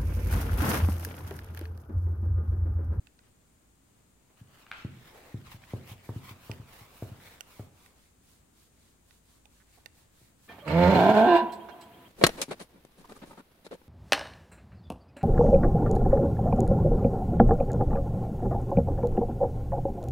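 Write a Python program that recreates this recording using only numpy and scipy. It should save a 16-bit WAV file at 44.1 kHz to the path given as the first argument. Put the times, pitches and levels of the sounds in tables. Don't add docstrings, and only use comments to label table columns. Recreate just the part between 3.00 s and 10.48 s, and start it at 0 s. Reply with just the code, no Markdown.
import sys
import numpy as np
from scipy import signal
from scipy.fft import rfft, irfft, next_fast_len
from scipy.io import wavfile
from scipy.ndimage import uniform_filter1d

SR = 44100
rng = np.random.default_rng(int(sys.argv[2]) if len(sys.argv) > 2 else 0)


def unload_wav(signal):
    wavfile.write(
        sys.argv[1],
        SR,
        np.round(np.clip(np.atleast_2d(signal).T, -1, 1) * 32767).astype(np.int16),
    )


N = 329900
TIME = np.arange(N) / SR


def undb(db):
    return 10 ** (np.asarray(db) / 20)


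def unit(x):
    return x / np.sqrt(np.mean(x ** 2))


def pan(db):
    return undb(np.array([[db], [-db]]) / 2)


def add(out, s, x):
    i = int(s * SR)
    out[..., i:i + x.shape[-1]] += x[..., :out.shape[-1] - i]


def band(x, hz, kind, order=2):
    sos = signal.butter(order, np.minimum(hz, SR / 2 - 1), kind, fs=SR, output="sos")
    return signal.sosfilt(sos, x)


def colour(x, curve):
    hz, db = np.transpose(curve)
    size = next_fast_len(x.shape[-1], True)
    gain = undb(np.interp(np.log(np.fft.rfftfreq(size, 1 / SR) + 1), np.log(hz), db))
    return unit(irfft(rfft(x, size) * gain, size)[..., :x.shape[-1]])


def spread(pair, alike_hz):
    mid = pair[0] + (np.sqrt(2) - 1) * band(pair[0], alike_hz, "low", order=1)
    side = band(pair[1], alike_hz, "high", order=1)
    return np.array([mid + side, mid - side]) / np.sqrt(2)


def wander(rate_hz):
    hold = int(SR / rate_hz)
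    steps = np.repeat(rng.standard_normal(N // hold + 1), hold)
    return unit(uniform_filter1d(steps, hold)[:N])


def ring(modes, size, detune=0.):
    t = np.arange(size) / SR
    shifts = 1 + detune * rng.standard_normal(len(modes))
    return sum(undb(db) * np.cos(2 * np.pi * hz * shift * t) * np.exp(-np.log(1000) * t / t60)
               for (hz, db, t60), shift in zip(modes, shifts))


def slips(body, gap_s, count):
    out = np.zeros(len(body))
    for s in (np.arange(count) + rng.random(count) / 2) * gap_s:
        add(out, s, rng.uniform(0.35, 1) * body)
    return out / np.linalg.norm(out)


def grains(uneven_db, grain_samples=32):
    sizes = undb(uneven_db * np.minimum(rng.exponential(size=N // grain_samples + 1), 5))
    return rng.standard_normal((2, N)) * np.repeat(sizes, grain_samples)[:N]


# (frequency [Hz], t60 [s])
REVERB_DECAY = [(100, 0.53), (500, 0.45), (2000, 0.72), (6000, 0.98), (15000, 0.12)]

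def reverb(x, predelay_s=0.0078, build_s=0.0026):
    t = np.arange(SR * 2 // 3) / SR
    spectrum = rfft(spread(rng.standard_normal((2, len(t))), alike_hz=510))
    hz, t60 = np.transpose(REVERB_DECAY)
    bin_octave = np.log2(np.clip(np.fft.rfftfreq(len(t), 1 / SR), 64, 16384))
    tail = 0
    for octave in range(6, 15):
        noise = irfft(spectrum * np.maximum(1 - abs(bin_octave - octave), 0), len(t))
        tail += noise * np.exp(-np.log(1000) * t / np.interp(octave, np.log2(hz), t60))
    tail *= np.clip((t - predelay_s) / build_s, 0, 1)
    return signal.fftconvolve(x[None], unit(tail) / np.sqrt(len(t)), axes=1)[:, :N]


# (frequency [Hz], gain [dB])
ROOM_TONE_EQ = [(20, -5.5), (35, -23), (52, -3.5), (85, -1), (150, -6), (250, -6), (370, -12), (600, -16),
                (1200, -20), (2500, -24.5), (5000, -30.5), (9000, -49)]
# (frequency [Hz], level [dB])
MAINS_HUM = [(53.8, -71)]

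def room_tone(tone_db=-65.5):
    rumble = colour(spread(rng.standard_normal((2, N)), alike_hz=252), ROOM_TONE_EQ)
    rumble *= undb(tone_db + .5 * wander(9.7))
    hum = sum(undb(db + 2 * wander(3.9)) * np.sin(2 * np.pi * hz * TIME) for hz, db in MAINS_HUM)
    return rumble + hum


# (frequency [Hz], gain [dB])
LEFT_HISS_EQ = [(5000, -37), (6200, -3), (6900, 0), (8400, 0), (9400, -8), (10200, -10.5), (12000, -28)]

def microphone_hiss(hiss_db=-72.5, left_db=-71.5, whine_db=-77.5, whine_hz=9087):
    hiss = undb(hiss_db) * rng.standard_normal((2, N))
    whine = undb(whine_db + 1.5 * wander(12)) * np.sin(2 * np.pi * whine_hz * TIME + wander(4.5) / 2)
    hiss[0] += undb(left_db) * colour(rng.standard_normal(N), LEFT_HISS_EQ) + whine
    return hiss


# (time [s], relative level [dB], pitch [Hz], length [s])
CREAK_CUES = [(2.6365, -55.5, 2100, 0.00346), (6.6, -63, 1600, 0.029), (6.774, -59.5, 686, 0.0157)]

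def leather_creaks(gain_db=-12, t60=0.0035, count=6):
    out = np.zeros(N)
    for s, db, hz, length in CREAK_CUES:
        creak = slips(ring([(hz, 0, t60)], size=4096), gap_s=length / count, count=count)
        add(out, s, undb(db + gain_db) * unit(band(creak, [hz / 2, hz * 1.37], "band")))
    return out * pan(-11.0)


# (time [s], level [dB])
SLIDE_FADER = [(1.3, -72), (2.05, -66.5), (2.15, -54), (2.28, -56.5), (2.42, -67.5), (3.0, -64.5),
               (3.8, -61), (4.3, -60.5), (4.45, -65), (5.0, -71)]
# (frequency [Hz], gain [dB])
LEATHER_EQ = [(100, -10.5), (350, -4), (750, -4), (1200, -10), (2500, -17), (6000, -25.5)]

def body_slide():
    level_db = np.interp(TIME, *np.transpose(SLIDE_FADER), left=-120, right=-120)
    friction = colour(spread(grains(uneven_db=0.7), alike_hz=760), LEATHER_EQ)
    return friction * undb(level_db + 1.57 * wander(35))


def cupped_hand(x, delay_s=0.000693, drift=0.312, echo_gain=0.44):
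    samples = np.arange(N)
    delayed = samples - SR * delay_s * np.exp(drift * wander(6))
    echo = np.array([np.interp(delayed, samples, channel) for channel in x])
    return unit(x + echo_gain * echo)


# (midpoint [s], length [s], sleeve and skin rub [dB], hair and fibre hiss [dB])
STROKE_CUES = [(0.257, .14, -72, -88), (1.392, 0.072, -66.5, -71), (1.596, 0.31, -61.5, -69),
               (1.788, 0.23, -56, -81), (2.07, .18, -57, -64), (2.306, 0.16, -63, -74),
               (2.474, .09, -58, -73), (2.528, .1, -53.5, -57), (2.725, 0.23, -61.5, -68),
               (2.901, .12, -51.5, -55), (3.074, 0.13, -64, -61.5), (3.17, 0.12, -61.5, -65),
               (3.275, 0.16, -51.5, -57), (3.489, 0.23, -57.5, -60), (3.777, 0.27, -56.5, -58.5),
               (4.007, 0.31, -62, -59.5), (4.285, 0.29, -54.5, -60), (4.559, 0.28, -61, -61.5),
               (4.832, 0.26, -65.5, -69.5), (5.03, 0.24, -71.5, -81), (5.313, 0.25, -74, -71),
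               (5.615, 0.21, -72.5, -71), (5.846, 0.29, -73.5, -80), (6.13, .2, -74, -73.5),
               (6.328, 0.23, -72, -74), (6.573, 0.21, -73, -77), (6.754, 0.24, -68.5, -74),
               (6.995, .18, -70.5, -70), (7.218, 0.27, -71.5, -71.5), (7.476, 0.23, -70, -68)]
# (frequency [Hz], gain [dB])
RUB_EQ = [(100, -1.5), (250, -9), (550, -6), (1050, -0.5), (1500, -5), (2200, -2.5), (3800, -8.5),
          (6000, -15.5), (10000, -25.5), (16000, -24)]
# (frequency [Hz], gain [dB])
COAT_EQ = [(2000, -13), (3700, 3), (6000, -0.5), (9000, 0.5), (12000, -2.5), (16000, -10.5)]
# (frequency [Hz], gain [dB])
FUR_EQ = [(3000, -13), (6000, -12), (9000, -5), (12000, -0.5), (15500, 0.5)]

def petting(hand_lands_s=2.4, drag_rub_db=-62.5, drag_fur_db=-71.5, coat_db=-50, coat_growth=0.24):
    drag = np.interp(TIME, np.cumsum([1.15, 0.96, 2.04, 0.69]), [0, 1, 1, 0])
    rub_gain, fur_gain, coat_gain = undb(drag_rub_db) * drag, undb(drag_fur_db) * drag, np.zeros(N)
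    for middle_s, length_s, sleeve_db, hairs_db in STROKE_CUES:
        speed = np.cos(np.pi * np.clip((TIME - middle_s) / length_s, -.5, .5)) ** 1.5
        rub_gain = np.hypot(rub_gain, undb(sleeve_db) * speed)
        fur_gain = np.hypot(fur_gain, undb(hairs_db) * speed)
        if middle_s > hand_lands_s:
            coat_gain = np.hypot(coat_gain, undb(coat_db + coat_growth * hairs_db) * speed)
    catch = wander(70)
    friction = colour(spread(grains(uneven_db=2), alike_hz=850), RUB_EQ)
    rub = cupped_hand(friction) * rub_gain * undb(0.5 + 1.57 * catch)
    coat = colour(grains(uneven_db=1.3), COAT_EQ) * coat_gain
    fur = colour(grains(uneven_db=1.8), FUR_EQ) * fur_gain * undb(2.0 * catch)
    return rub * pan(0.53) + coat * pan(-1.8) + fur * pan(-5.0)


# (time [s], relative level [dB])
CRACK_CUES = [(1.666, -44), (1.715, -25)]
# (frequency [Hz], gain [dB])
JOINT_EQ = [(300, -16), (800, -10), (1100, -7.5), (1430, 3.5), (1850, -11), (2300, -2.5), (3500, -11.5),
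            (4800, -21), (7500, -45), (15000, -54)]

def joint_cracks(gain_db=14, echo_s=0.0079, echo_db=-7, reverb_db=-3, dull_hz=5000):
    close, send = np.zeros(N), np.zeros(N)
    snap = colour(signal.unit_impulse(1024, 32), JOINT_EQ)
    for s, db in CRACK_CUES:
        gain = undb(db + gain_db)
        crack = gain * slips(snap, gap_s=0.000867, count=4)
        add(close, s - .001, crack)
        add(close, s + echo_s, undb(echo_db) * band(crack, 3000, "low"))
        add(send, s, gain * snap / np.linalg.norm(snap))
    return close * pan(1.5) + undb(reverb_db) * reverb(band(send, dull_hz, "low"))


# (time [s], relative level [dB], body trim [dB], treble trim [dB], pan left [dB])
TICK_CUES = [(0.071, -44, -32, -20, -12.5), (0.191, -45.5, -23, -25, -6), (3.515, -28, -16.5, -22, -9.5),
             (4.408, -26, -19, -9.5, -10.5), (4.862, -42.5, -38, -11, -8), (6.109, -49.5, -32, -24, -18),
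             (6.456, -42, -14.5, -20, -9.5), (6.86, -31, -13.5, -17, -13)]
# (frequency [Hz], level [dB], t60 [s])
CASE_MODES = [(520, -31, 0.012), (870, 5, 0.053), (1170, -1, 0.017), (1500, 8.5, 0.022), (1880, 7.5, 0.022),
              (2650, 2.5, 0.017), (3720, 6, 0.0071), (4700, 0.5, 0.0069), (6020, 2, 0.0081),
              (7920, 7, 0.0056), (13600, -19, .002)]

def case_ticks(gain_db=10, low_db=17, high_db=10, scrape_db=2, scrape_s=0.0028, reverb_db=-19):
    out, t = np.zeros((2, N)), np.arange(4096) / SR
    for s, db, body_db, treble_db, pan_db in TICK_CUES:
        scrape = undb(scrape_db) * rng.standard_normal(len(t)) * np.exp(-t / scrape_s)
        shell = ring(CASE_MODES, size=len(t), detune=0.038) + scrape
        low = undb(body_db + low_db) * band(shell, [450, 1200], "band")
        mid = band(shell, [1100, 4800], "band")
        high = undb(treble_db + high_db) * band(shell, 5170, "high", order=4)
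        tick = slips(low + mid + high, gap_s=.00035, count=3)
        left, right = undb(db + gain_db) * pan(pan_db) * tick
        add(out[0], s, left)
        add(out[1], s - .0004, right)
    return out + undb(reverb_db) * reverb(out.mean(axis=0))


# (time [s], level [dB], slap hardness [dB])
THUMP_CUES = [(1.412, -39.5, -34.5), (1.848, -23.5, -22.5), (1.97, -42, -23), (2.343, -25, -22),
              (2.544, -37, -31), (2.736, -21, -12.5), (2.914, -36, -32.5), (3.092, -23.5, -9),
              (3.161, -26, -25), (3.31, -36.5, -25), (3.497, -24.5, -9), (3.597, -34, -30),
              (3.811, -45, -36), (4.024, -24.5, -11.5), (4.115, -35, -34.5), (4.596, -28.5, -10),
              (7.216, -50, -8)]
# (time [s], pitch [Hz])
BOUNCE_PITCH = [(1.85, 129.5), (2.74, 115.4), (4.6, 104)]
# (frequency [Hz], level [dB], t60 [s])
CUSHION_AND_ROOM_MODES = [(97.7, -10.5, 0.22), (82.7, -17.5, 0.43), (152, -21, 0.25), (195, -38, 0.11),
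                          (234, -19.5, 0.07), (238.8, -24.5, 0.3), (329.7, -26.5, 0.25), (394, -32.5, 0.27),
                          (517, -6.5, 0.014)]

def tail_thumps(bounce_t60=0.054, push_hz=900, hardening=0.35,
                slap_db=-2, slap_s=0.0055, slap_lead_s=0.00246, reverb_db=-6):
    out, t = np.zeros(N), np.arange(SR // 2) / SR
    for s, db, hard_db in THUMP_CUES:
        bounce_hz = np.interp(s, *np.transpose(BOUNCE_PITCH))
        boom = ring([(bounce_hz, 0, bounce_t60), *CUSHION_AND_ROOM_MODES], size=len(t), detune=0.027)
        bounce = band(boom, push_hz * undb(hardening * hard_db), "low", order=4)
        noise = band(rng.standard_normal(len(t)), [280, 900], "band")
        slap = band(noise, 1000, "low") * np.exp(-t / slap_s)
        add(out, s, undb(db) * bounce / np.abs(bounce).max())
        add(out, s - slap_lead_s, undb(db + hard_db + slap_db) * slap / np.abs(slap).max())
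    out = band(out, 70, "high", order=3)
    return out * pan(1.0) + undb(reverb_db) * reverb(out)


def scene():
    hits = tail_thumps() + case_ticks() + leather_creaks() + joint_cracks()
    rubs = petting() + body_slide()
    bed = room_tone() + microphone_hiss()
    return hits + rubs + bed


def record(dry, top_hz=15850):
    return signal.sosfilt(signal.ellip(10, .2, 70, top_hz, fs=SR, output="sos"), dry)


dry = scene()
out = record(dry)
unload_wav(out)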